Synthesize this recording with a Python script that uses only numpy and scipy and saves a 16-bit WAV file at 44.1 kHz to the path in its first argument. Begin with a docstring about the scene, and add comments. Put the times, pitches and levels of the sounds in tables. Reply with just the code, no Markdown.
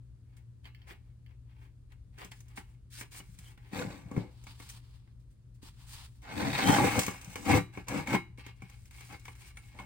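"""Steel band pushed over a workshop bench

A bent steel band goes across a plywood bench top in a workshop, in one long drag and a few short shoves, in stereo.
Its edge catches and slips on the grain: random slips drive decaying modes and noise, so the board drums,
the band rasps while gripped, rings and briefly squeals, and grit hisses.
Between shoves gloves and work clothes brush in bursts of noise, and the band ticks on the wood over a low machine hum."""
import sys
import numpy as np
from scipy import signal
from scipy.fft import rfft, irfft
from scipy.io import wavfile

SR = 44100
rng = np.random.default_rng(int(sys.argv[2]) if len(sys.argv) > 2 else 0)


def transcribe(signal):
    """Save signal, clipped to [-1, 1], as a 16-bit WAV file at the path in sys.argv[1]."""
    frames = np.atleast_2d(signal).T
    limited = np.clip(frames, -1, 1)
    pcm = np.round(limited * 32767).astype(np.int16)
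    wavfile.write(sys.argv[1], SR, pcm)


N = 434385
T = np.arange(N) / SR
RING_T = T[:SR // 2]
EARS = np.array([[1], [-1]])  # left, right


def undb(db):
    """Decibels to gain."""
    return 10 ** (np.asarray(db) / 20)


def unit(x):
    """Scale to an rms of one."""
    return x / np.sqrt(np.mean(x ** 2))


def unit_energy(h):
    """Scale a stereo response so that its middle passes white noise at unchanged level."""
    return h / np.sqrt(np.sum(h.mean(axis=0) ** 2))


def at_hz(hz, table, axis=1):
    """Read one column of a table on a log-frequency axis."""
    table = np.array(table)
    return np.interp(np.log(np.maximum(hz, 1)), np.log(table[:, 0]), table[:, axis])


def lowpass(x, hz):
    """Fourth-order roll-off of the treble."""
    return signal.sosfilt(signal.butter(4, hz, fs=SR, output="sos"), x)


def highpass(x, hz):
    """Third-order roll-off of the bass."""
    return signal.sosfilt(signal.butter(3, hz, "high", fs=SR, output="sos"), x)


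def split(x, hz):
    """Part a signal into lows and highs; filtering both ways keeps them in time."""
    low = lowpass(lowpass(x, hz)[..., ::-1], hz)[..., ::-1]
    return low, x - low


def walk(rate, count=N):
    """Smooth chance with an rms of one, turning at most rate times a second."""
    points = rng.standard_normal(N // 20)
    return unit(np.interp(T[:count] * rate, np.arange(N // 20), points))


# stereo image at the microphone: (pitch_hz, side_minus_mid_db, left_minus_right_db)
IMAGE = [(60, -9.5, 2.5), (200, -16.5, 5), (400, -2, -1), (750, -3, -0.5), (2300, -5, 0.5), (4600, 1, 0.5),
         (9000, -7.5, -1), (17000, 11.5, 1)]


def stereo_noise(colour, count, lag_s=.0001):
    """Coloured noise whose side share and left-right balance vary with pitch; its middle has a spread of one."""
    hz = np.arange(count // 2 + 1) * SR / count
    mid, side = rfft(rng.standard_normal((2, count)))
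    pair = mid + EARS * side * undb(at_hz(hz, IMAGE))
    pair = pair * undb(EARS * at_hz(hz, IMAGE, axis=2) / 2)
    # the sound reaches the right port slightly sooner
    pair = pair * np.exp(-1j * np.pi * EARS * hz * lag_s)
    x = irfft(pair * undb(at_hz(hz, colour)), count)
    return x / x.mean(axis=0).std()


def fade(t60):
    """Exponential decay by 60 dB in t60 seconds."""
    return np.exp(-np.log(1000) * RING_T / t60)


def modes(table):
    """Decaying sines; each reaches the two ears with its own phase."""
    h = 0
    for k, (hz, db, t60) in enumerate(table):
        spread = (-1) ** k * np.arctan(undb(at_hz(hz, IMAGE)))
        gain = undb(db + EARS * at_hz(hz, IMAGE, axis=2) / 2)
        phase = 2 * np.pi * (hz * RING_T + rng.random()) + EARS * spread
        h = h + gain * fade(t60) * np.sin(phase)
    return unit_energy(h)


def wash(colour, t60, direct_db, room_db, direct_t60=0.012, room_t60=0.41):
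    """A direct crack, the crowd of weaker modes behind it, and the short tail of the room."""
    envelope = undb(direct_db) * fade(direct_t60) + fade(t60) + undb(room_db) * fade(room_t60)
    return unit_energy(stereo_noise(colour, len(RING_T)) * envelope)


def sound(force, response):
    """Drive a body with a force."""
    return signal.oaconvolve(force[None], response, axes=1)[:, :N]


def sliding(force, responses, rate):
    """The contact point wanders along the edge, so the same modes answer with changing strength."""
    place, count = walk(rate), len(responses)
    out = 0
    for k, response in enumerate(responses):
        out = out + sound(force * np.cos(place + np.pi * k / count), response)
    return out * np.sqrt(2 / count)


def slips(rate, spread_db):
    """Friction: tiny slips at random moments and of random strength and sign, rate per second."""
    chance, size, sign = rng.random(N), rng.standard_normal(N), rng.choice([-1, 1], N)
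    return unit((chance < rate / SR) * sign * undb(spread_db * np.clip(size, -2, 2)))


def snags(rate, release_s):
    """Gain of random catches that let go at once and die away."""
    keep = np.exp(-1 / (SR * release_s))
    power = slips(rate, spread_db=3.0) ** 2 + 1e-18
    return np.sqrt(signal.lfilter([1 - keep], [1, -keep], power))


def swell(t, rise, hold, release, curve=0.71):
    """A movement gathers speed as a power of time, keeps it and dies away."""
    return np.clip(t / rise, 0, 1) ** curve * np.exp(-np.maximum(t - rise - hold, 0) / release)


def strokes(table, axis):
    """Gain of a series of cloth strokes, from one dB column; the fabric rustles on faintly as it settles."""
    gain = np.zeros(N)
    for row in table:
        start, rise = int(row[0] * SR), 0.5 * row[1]
        hold = row[1] - rise
        stroke = swell(RING_T, rise, hold, release=0.02)
        settling = undb(-12.5) * swell(RING_T, rise, hold, release=0.04)
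        shape = np.maximum(stroke, settling)
        gain[start:start + len(shape)] += undb(row[axis]) * shape[:N - start]
    return gain


# colour of the room's rumble: (pitch_hz, level_db)
SHOP = [(12, -39.5), (20, -32), (48, 0.5), (68, 0), (91, -6), (123, -3), (150, -16.5), (204, -21.5),
        (285, -24.5), (328, -29), (780, -45.5), (1090, -44.5), (5530, -53.5), (9140, -52), (16000, -72)]
# machine hum, mean levels before panning: (pitch_hz, level_db)
HUM = [(59.2, -69.5), (118.8, -57), (178, -77)]


def workshop(shop_db=-54.5, pan_db=3.0):
    """A machine hum of sines wavering in level and phase, over the noise rumble of the room."""
    hum = 0
    for hz, db in HUM:
        level = np.sqrt(2) * undb(db + 0.97 * walk(rate=13.0))
        hum = hum + level * np.sin(2 * np.pi * hz * T + 0.3 * walk(rate=4.8))
    return hum * undb(EARS * pan_db / 2) + undb(shop_db) * stereo_noise(SHOP, N)


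# Stroke levels here are before each layer's own gain.
# gloves brushing the band: (start_s, length_s, scuff_level_db, hiss_level_db)
BRUSHES = [(.24, 0.12, -74, -102), (.365, 0.0051, -61.5, -68), (.63, 0.041, -58, -74),
           (.745, 0.13, -68, -98), (.865, 0.055, -51, -64.5), (.95, 0.087, -94, -103),
           (1.02, 0.074, -74, -91), (1.255, 0.055, -70.5, -95), (1.46, 0.11, -70, -95),
           (1.58, 0.075, -63.5, -77), (1.895, 0.026, -66, -84), (2.12, 0.074, -67, -81),
           (2.172, 0.071, -48, -63.5), (2.312, 0.006, -57, -61), (2.34, 0.07, -80, -70),
           (2.44, 0.12, -66.5, -78), (2.556, 0.031, -55, -54), (2.63, 0.11, -72, -81),
           (2.9, 0.082, -73, -53.5), (2.97, 0.044, -48.5, -52.5), (3.108, 0.082, -51, -51),
           (3.22, 0.16, -73, -69.5), (3.375, 0.14, -59, -65), (3.57, 0.24, -59.5, -75),
           (8.372, 0.026, -50, -64.5), (8.43, 0.064, -51.5, -74), (8.53, 0.21, -61.5, -74),
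           (8.68, 0.2, -74, -71.5), (8.9, 0.15, -55.5, -61.5), (9.04, 0.12, -64, -61.5),
           (9.17, 0.16, -63, -66.5), (9.35, .15, -55.5, -61), (9.53, .2, -63, -70),
           (9.742, 0.073, -63, -77)]
# work clothes rubbing during a few steps round the bench: (start_s, length_s, swish_level_db, hiss_level_db)
DENIM = [(4.16, 0.056, -58.5, -76), (4.24, 0.37, -67.5, -73), (4.46, 0.05, -58, -68), (4.5, 0.16, -72, -75),
         (4.59, 0.079, -60, -61), (4.65, 0.13, -60.5, -66.5), (4.688, 0.0073, -79, -50.5),
         (4.77, 0.21, -70.5, -77.5), (4.97, 0.15, -79, -92), (5.195, 0.0091, -96, -78),
         (5.3, 0.016, -98, -77.5), (5.54, 0.018, -89, -76.5), (5.615, 0.073, -57.5, -61.5),
         (5.69, 0.15, -76, -77.5), (5.775, 0.071, -63.5, -70), (5.865, 0.081, -58.5, -56),
         (5.93, 0.12, -54.5, -59), (6.08, 0.14, -78, -77)]
# colours of the fibres' hiss and of the clothes' swish: (pitch_hz, level_db)
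CLOTH = [(300, -50), (1500, 0), (3800, -1), (6000, -0.5), (9000, 3.5), (11500, -9), (16000, -13)]
SWISH = [(100, 16.5), (350, -8), (600, -9.5), (900, 5.5), (1500, -3), (3000, 2), (5000, -1.5), (10000, -54)]


def cloth(glove_db=-1, split_hz=5500):
    """Glove and denim fibres flick past each other in uneven patches, now duller, now brighter."""
    patches = unit(undb(1.4 * walk(rate=70) + 0.29 * walk(rate=830)))
    # now and then a thread snags and lets go
    flicker = unit(patches * (1 + 0.15 * snags(rate=64, release_s=0.001)))
    dull, bright = split(stereo_noise(CLOTH, N), split_hz)
    tilt = undb(0.8 * walk(rate=36))
    hiss_gain = undb(glove_db) * strokes(BRUSHES, axis=3) + strokes(DENIM, axis=3)
    hiss = hiss_gain * (dull / tilt + bright * tilt)
    swish = strokes(DENIM, axis=2) * stereo_noise(SWISH, N)
    return flicker * (hiss + swish)


def fingers():
    """The gloves grip, snag and let go in patches as they brush the steel."""
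    grip = undb(0.74 * walk(rate=33)) * (1 + 0.19 * snags(rate=84, release_s=0.0007))
    return unit(grip) * strokes(BRUSHES, axis=2)


# the band knocking on the board, levels before each body's own gain, pitch the centre of the push on the band:
# (start_s, band_level_db, board_level_db, contact_level_db, pitch_hz)
KNOCKS = [(0.655, -61, -59, -70, 1000), (1.92, -56, -70, -63, 1990), (2.184, -51, -66, -53, 2400),
          (2.246, -63, -44, -45.5, 1200), (2.317, -43.5, -66, -49, 1990), (2.39, -74, -75, -63, 2060),
          (2.404, -61.5, -73, -53, 2800), (2.482, -68, -76, -59, 3000), (2.574, -37.5, -63, -54, 1400),
          (2.579, -44.5, -40.5, -61, 900), (3.01, -38, -46, -44, 1740), (3.201, -51, -46, -59, 1600),
          (3.388, -73, -72, -46.5, 1500), (3.575, -53.5, -58, -64, 2000), (3.73, -46, -34, -66, 1200),
          (3.755, -48, -31, -60, 1000), (3.794, -44, -42, -58, 1400), (3.823, -40, -35.5, -58, 1300),
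          (3.848, -53, -33, -60, 1000), (4.113, -43.5, -33.5, -54.5, 900), (4.146, -65, -38, -73, 800),
          (4.164, -35.5, -26, -56, 890), (4.177, -44, -20, -55, 1000), (4.438, -60, -55, -53.5, 900),
          (4.467, -47.5, -47.5, -54, 1307), (4.6, -47.5, -47, -50, 1300), (4.698, -69, -65, -43, 3500),
          (5.075, -63, -60, -81, 1690), (5.628, -67, -49, -58, 900), (6.42, -45, -40, -49, 940),
          (6.552, -30, -35, -49, 1890), (6.589, -23.5, -52, -44, 950), (6.684, -24.5, -30, -41, 900),
          (6.694, -27, -16.5, -39, 902), (6.763, -20.5, -32, -45, 830), (6.784, -17.5, -20.5, -46, 800),
          (6.837, -27, -24, -42, 1100), (6.844, -29, -18, -46, 1000), (6.977, -31, -20.5, -55, 910),
          (6.991, -27, -48, -22, 2630), (7.064, -35.5, -48, -30.5, 2570), (7.08, -29.5, -26, -37, 1600),
          (7.213, -64, -55, -45.5, 1000), (7.245, -63, -69, -45, 3000), (7.356, -33.5, -34.5, -38.5, 1380),
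          (7.513, -24, -34, -37, 1400), (7.537, -27, -17.5, -50, 1000), (7.549, -34, -18.5, -48, 850),
          (7.561, -32, -24.5, -46, 1000), (7.577, -32, -26, -44, 920), (7.773, -39.5, -32, -57, 1400),
          (7.883, -35.5, -48, -35, 2600), (7.962, -47, -31, -51, 900), (8.072, -35.5, -64, -43, 1700),
          (8.137, -35, -23.5, -61, 1000), (8.146, -18.5, -21, -46, 1300), (8.382, -54.5, -41, -73, 1400),
          (8.464, -45.5, -44.5, -50, 1900), (8.62, -47.5, -44, -56, 1520), (8.697, -53, -59, -54, 2410),
          (8.855, -59.5, -72, -57, 3000), (8.909, -51, -73, -53.5, 2600), (9.007, -47, -53, -49.5, 2400),
          (9.125, -49, -46, -52, 1000), (9.196, -77, -65, -56, 2400), (9.253, -41.5, -57, -49, 3000),
          (9.28, -38, -44, -52, 1750), (9.352, -52, -72, -59, 2380), (9.57, -42.5, -54, -51, 2130),
          (9.788, -38.5, -46, -58, 2200), (9.797, -38.5, -45, -54.5, 1450)]


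def blows(axis, tinted=False, chatter=0.54, chatter_s=0.0042, spread=2.06):
    """A push for every knock, then brief chatter; tinted pushes favour the modes around their own pitch."""
    force, t = np.zeros(N), T[:SR // 50]
    for row in KNOCKS:
        push = chatter * rng.standard_normal(len(t)) * np.exp(-t / chatter_s)
        push[0] = 1
        push = push / np.linalg.norm(push)
        if tinted:
            edges_hz = row[4] * spread ** np.array([-1, 1])
            push = signal.lfilter(*signal.butter(2, edges_hz, "band", fs=SR), push)
        start = int(row[0] * SR)
        force[start:start + len(t)] += undb(row[axis]) * push[:N - start]
    return force


# the hands press the band, let go, grip it for the drag and lay it flat: (start_s, free_share of the ring)
FREE = [(0, 0.44), (2.4, .4), (3.5, 0.57), (3.75, 0.33), (3.95, 0.49), (4.17, 0.68), (5.9, .77),
        (6.25, 0.49), (6.68, 0.31), (6.84, 0.68), (7.5, 0.74)]


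def ring_free():
    """Share of the ring that the hands leave free, over time."""
    return np.interp(T, *np.transpose(FREE))


# colour of the hand-damped band: (pitch_hz, level_db)
SCUFF = [(150, -12.5), (350, 13.5), (600, -5.5), (850, 11), (1300, 0.5), (1800, 6), (2700, 1), (3500, -2.5),
         (4800, -41), (7000, -39), (12000, -22)]


def scuffs(rubs, scuff_db=-2, knock_db=22):
    """Under a hand the band is damped: dry ticks and grainy scuffs whose colour shifts with the fingers."""
    spots = [wash(SCUFF, t60=0.12, direct_db=-7.5, room_db=-40.5) for _ in range(2)]
    held = 1 - 1.03 * ring_free()
    rubbing = undb(scuff_db) * slips(rate=500, spread_db=4.5) * rubs
    ticks = undb(knock_db) * blows(axis=1, tinted=True)
    return sliding(held * (rubbing + ticks), spots, rate=26)


# Effort levels are before each layer's own gain; weight and grit are offsets in dB, weight scaled by the layer.
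# the long drag across the board: (start_s, effort_db, weight_db, grit_db)
DRAG = [(6.218, -61.5, -9, -10), (6.264, -50.5, -12, -18), (6.36, -41.5, 5.5, -15), (6.43, -35.5, 7.5, -16),
        (6.516, -39.5, 3.5, -14.5), (6.598, -31, -10, -16), (6.69, -30, 9, -9), (6.75, -31.5, 0, -11),
        (6.812, -32.5, 11.5, -10), (6.845, -32, 11, -10), (6.89, -35.5, -6, -14), (6.967, -36, 6, -9.5),
        (6.983, -37, 19.5, -11), (6.999, -39, 0.5, -0.5), (7.204, -56, -12.5, -10), (7.343, -55, -4, -2.5)]
# short shoves: (start_s, rise_s, hold_s, release_s, effort_db, weight_db, grit_db)
SHOVES = [(3.708, 0.067, 0.037, 0.035, -40, 5, -13.5), (3.853, 0.044, 0.045, 0.074, -53, 7.5, -12),
          (4.055, 0.093, 0.072, 0.045, -58, 15.5, -15), (7.351, 0.013, 0.084, 0.015, -54.5, 7.5, -3),
          (7.443, 0.067, 0.067, 0.011, -30, 8.5, -12.5), (7.715, 0.024, 0.019, 0.069, -56, -4, -12),
          (7.865, 0.044, 0.081, 0.025, -38.5, 5, -13.5), (8.053, 0.084, 0.017, 0.0054, -31.5, 4.5, -13.5),
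          (9.082, 0.018, 0.043, 0.012, -52, -2, -18), (9.736, 0.009, 0.087, 0.038, -59.5, 6.5, -12)]


def effort(weight_share=0, gritty=False):
    """How hard the edge scrapes, as one layer feels it: the long drag and the short shoves."""
    def felt(db, weight, grit_db):
        """Level in dB with the layer's share of the weight, and the grit if it hears it."""
        return db + weight_share * weight + (grit_db if gritty else 0)

    s, *controls = np.transpose(DRAG)
    gain = undb(np.interp(T, s, felt(*controls), left=-np.inf, right=-np.inf))
    for start, rise, hold, release, *controls in SHOVES:
        gain = gain + undb(felt(*controls)) * swell(T - start, rise, hold, release, curve=1.14)
    return gain


# steel band modes: (pitch_hz, level_db, t60_s)
BAND = [(765, -4, .13), (789, -3, .11), (812, 0, .14), (866, -5, .11), (937, -5, .13), (1022, -8, .11),
        (1060, -6, .12), (1125, -11, .16), (1170, -12, .24), (1352, -9, .19), (1440, -14, .14),
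        (1545, -12, .2), (1691, -7.5, .17), (1884, -16, .22), (2131, -11, .18), (2171, -5, .23),
        (2229, -13, .27), (2285, -15, .26), (2380, -14, .2), (2480, -12, .17), (2557, -14.5, .25),
        (2660, -14, .18), (2806, -19, .33), (2860, -20, .3), (2925, -19.5, .33), (3075, -18, .17),
        (3195, -16, .17), (3733, -20, .17), (3922, -20.5, .31), (4102, -20, .27), (4645, -20, .15)]
# colour of the band's weaker modes: (pitch_hz, level_db)
BAND_WASH = [(300, -14), (690, -15), (790, 6.5), (1050, 0), (1380, -2), (1700, 0), (1980, 1), (2190, 9.5),
             (2700, -4), (3500, -12.5), (5000, -14.5), (9000, -65)]


def band(judder, rubs, knock_db=24, low_db=1.0, high_db=2, brush_db=-4, split_hz=1450):
    """The steel rings from scraping, from the gloves and from each knock."""
    spots = []
    for _ in range(3):
        ring = modes(BAND) + wash(BAND_WASH, t60=0.085, direct_db=5.0, room_db=-21.5)
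        spots.append(unit_energy(lowpass(ring, hz=5240)))
    # a heavy drag feeds the low modes, a light skid the high ones
    low, high = split(slips(rate=1800, spread_db=4.0) * judder, split_hz)
    scrape = undb(low_db) * low * effort(weight_share=0.25)
    scrape = scrape + undb(high_db) * high * effort(weight_share=-0.094)
    # the gloves barely reach the low modes: the difference thins the bass
    brush = slips(rate=1200, spread_db=-9.5) * rubs
    brush = undb(brush_db) * np.diff(brush, prepend=0) * SR / (2 * np.pi * split_hz)
    free = ring_free()
    knocks = undb(knock_db) * free * blows(axis=1, tinted=True)
    return sliding(free * (scrape + brush), spots, rate=15) + sound(knocks, spots[0])


# the two loose ends of the band clicking together, levels before the push gain: (start_s, level_db)
CLICKS = [(0.645, -61), (.655, -50.5), (.748, -53), (.818, -59.5), (0.914, -63), (1.263, -61), (2.319, -53),
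          (2.575, -51), (6.991, -33), (7.066, -50), (7.356, -43.5)]
# what those clicks ring with: (pitch_hz, level_db, t60_s)
ENDS = [(1740, -7.5, .25), (2100, -4, 0.17), (2680, -8, 0.51), (2900, -11, 0.65), (3040, -7, .04),
        (3150, 0, .05), (3480, -12, .08), (4500, 2, 0.088), (5240, -12, 0.2)]
# colour of their crack: (pitch_hz, level_db)
CRACK = [(600, -28), (1500, -4.5), (2200, 11), (2650, -10), (3100, 14), (3800, -24), (4500, 0.5),
         (5400, -16), (6500, -23), (14000, -20)]


def impulses(table, push_db):
    """One single-sample push for each (start_s, level_db) row."""
    force = np.zeros(N)
    for s, db in table:
        force[int(s * SR)] = undb(db + push_db)
    return force


def clicks(push_db=20, ring_db=-5):
    """Steel meets steel, each time at a slightly different spot: a sharp crack, then a thin ring that lingers."""
    spots = []
    for _ in range(3):
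        crack = wash(CRACK, t60=0.07, direct_db=8.5, room_db=-14)
        spots.append(crack + undb(ring_db) * modes(ENDS))
    return sliding(impulses(CLICKS, push_db), spots, rate=13)


# plywood modes: (pitch_hz, level_db, t60_s)
BOARD = [(113, -4, 0.2), (147, -3.5, 0.14), (177, -.5, 0.17), (208, -2.5, 0.12), (247, -8, .1),
         (283, -3, 0.14), (342, -2, 0.14), (378, -2, 0.15), (412, -3.5, 0.11), (455, -5, .1),
         (497, -5.5, 0.14), (570, -11, .11), (600, -11, 0.13)]
# colour of the plywood's weaker modes: (pitch_hz, level_db)
BOARD_WASH = [(50, -17), (85, -4), (140, 2.5), (240, -7), (350, -1), (480, -27), (640, -15), (1200, -32)]


def board(judder, knock_db=21, scrape_db=-1, lowest_hz=85):
    """The plywood drums under the knocks and the coarse catches of the edge."""
    spots = []
    for _ in range(3):
        drum = modes(BOARD) + wash(BOARD_WASH, t60=0.069, direct_db=-14.0, room_db=-23.5)
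        drum = unit_energy(lowpass(drum, hz=900))
        # the board's sound thins out below its lowest modes
        spots.append(highpass(drum, lowest_hz))
    scrape = slips(rate=1500, spread_db=1.0) * unit(np.sqrt(judder)) * effort(weight_share=0.7)
    knocks = undb(knock_db) * lowpass(blows(axis=2, chatter=0.074), hz=556)
    return sliding(undb(scrape_db) * scrape, spots, rate=9) + sound(knocks, spots[0])


# colour of the gripped band: (pitch_hz, level_db)
RASP = [(500, -35), (670, -24), (780, 11), (1050, 4), (1220, -4.5), (1400, -0.5), (2000, 5.5), (2600, 0),
        (2950, -15.5), (3250, -6.5), (3450, -5), (3750, -5), (4700, -9), (6000, -27), (10000, -54.5)]


def rasp(judder, scrape_db=0.5, knock_db=21, sway_db=2.0, split_hz=1700):
    """Gripped in the hands, the band's edge grinds in a broad, coarse rasp that sways between dull and bright."""
    spots = [wash(RASP, t60=0.06, direct_db=10, room_db=-17) for _ in range(4)]
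    dull, bright = split(slips(rate=420, spread_db=2.5) * judder * effort(), split_hz)
    sway = undb(sway_db * walk(rate=18))
    scrape = undb(scrape_db) * (dull / sway + bright * sway)
    knocks = undb(knock_db) * blows(axis=1, tinted=True)
    held = 1 - ring_free()
    return sliding(held * (scrape + knocks), spots, rate=22)


# colour of the grit: (pitch_hz, level_db)
GRIT = [(1500, -3.5), (3000, 2), (4500, -1), (6000, 3.5), (8500, 5), (11000, -5.5), (16000, -11.5)]
# high overtones of the band: (pitch_hz, level_db, t60_s)
OVERTONES = [(4840, -5, .15), (5081, -1.5, .17), (6060, -5, .12), (6740, -4, .15), (7180, -7, .16),
             (7503, -5, .18), (7798, -1.5, .18), (8560, -3, .16), (9216, -7, .2), (9980, -8, .15),
             (10450, -8, .16)]


def grit(judder, knock_db=19, scrape_db=2.0, overtone_db=-11.0):
    """Dust and wood fibres crackle under the edge and wake its high overtones."""
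    spots = []
    for _ in range(2):
        crackle = wash(GRIT, t60=0.16, direct_db=15.5, room_db=-19.0)
        spots.append(unit_energy(crackle + undb(overtone_db) * modes(OVERTONES)))
    scrape = slips(rate=4000, spread_db=2.0) * judder * effort(gritty=True)
    contacts = undb(knock_db) * blows(axis=3)
    return sliding(undb(scrape_db) * scrape, spots, rate=20) + sound(contacts, spots[0])


# squeals of the edge locking onto one mode, and, last, two faint high rings of the struck band:
# (centre_s, length_s, pitch_hz, level_db, blur_share of the pitch)
TONES = [(3.206, 0.0073, 2930, -50, .02), (3.47, 0.058, 3110, -62, 0.055), (6.7, 0.15, 3150, -38.5, .035),
         (6.769, 0.31, 793.4, -34, 0.049), (6.806, 0.012, 822, -20.5, 0.007),
         (6.867, 0.1, 2172, -38, 0.031), (7.505, 0.071, 790, -32.5, 0.031),
         (7.533, 0.065, 2157, -34, 0.039), (7.539, 0.051, 2600, -39.5, 0.039),
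         (8.134, 0.053, 800, -61, 0.042), (9.584, 0.037, 9200, -63, 0.0076),
         (9.8, 0.044, 9280, -72, 0.0087)]


def squeals_and_rings(flutter_db=1.5):
    """Slips in step with one mode make it sing, uneven ones blur it to a rasp; two faint rings of the struck band."""
    out, count = np.zeros(N), len(RING_T)
    for s, length, hz, db, blur in TONES:
        start = int(s * SR) - count // 2
        bell = np.exp(-(2 * (RING_T - RING_T.mean()) / length) ** 2)
        envelope = bell * undb(db + flutter_db * walk(rate=150, count=count))
        pitch = hz * (1 + blur * walk(rate=330, count=count))
        tone = np.sqrt(2) * envelope * np.sin(2 * np.pi * np.cumsum(pitch) / SR)
        out[start:start + count] += tone[:N - start]
    return out


# soft nudges against the bench, levels before the push gain: (start_s, level_db)
BUMPS = [(3.209, -51), (3.29, -50.5), (3.386, -49.5), (3.791, -41), (3.87, -36.5), (4.057, -42.5),
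         (4.173, -24), (6.436, -39.5), (7.274, -40.5), (8.298, -49), (8.63, -44), (9.127, -60)]


def bumps(push_db=27):
    """A soft, slow push moves only the lowest modes of the bench."""
    return sound(impulses(BUMPS, push_db), lowpass(modes(BOARD[:3]), hz=216))


def scene():
    """One uneven grip of the edge drives board, band, rasp and grit; the gloves rub ringing and damped steel."""
    grip = undb(0.71 * walk(rate=97) + 1.25 * walk(rate=35))
    judder = unit(grip * (1 + 0.23 * snags(rate=71, release_s=0.0014)))
    rubs = fingers()
    hands = cloth() + scuffs(rubs)
    steel = band(judder, rubs) + clicks() + rasp(judder) + squeals_and_rings()
    bench = board(judder) + grit(judder) + bumps()
    return workshop() + hands + steel + bench


def record(dry, top_hz=15900):
    """The recorder cuts the top with a steep low-pass."""
    return signal.sosfilt(signal.ellip(8, .2, 70, top_hz, fs=SR, output="sos"), dry)


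dry = scene()
out = record(dry)
transcribe(out)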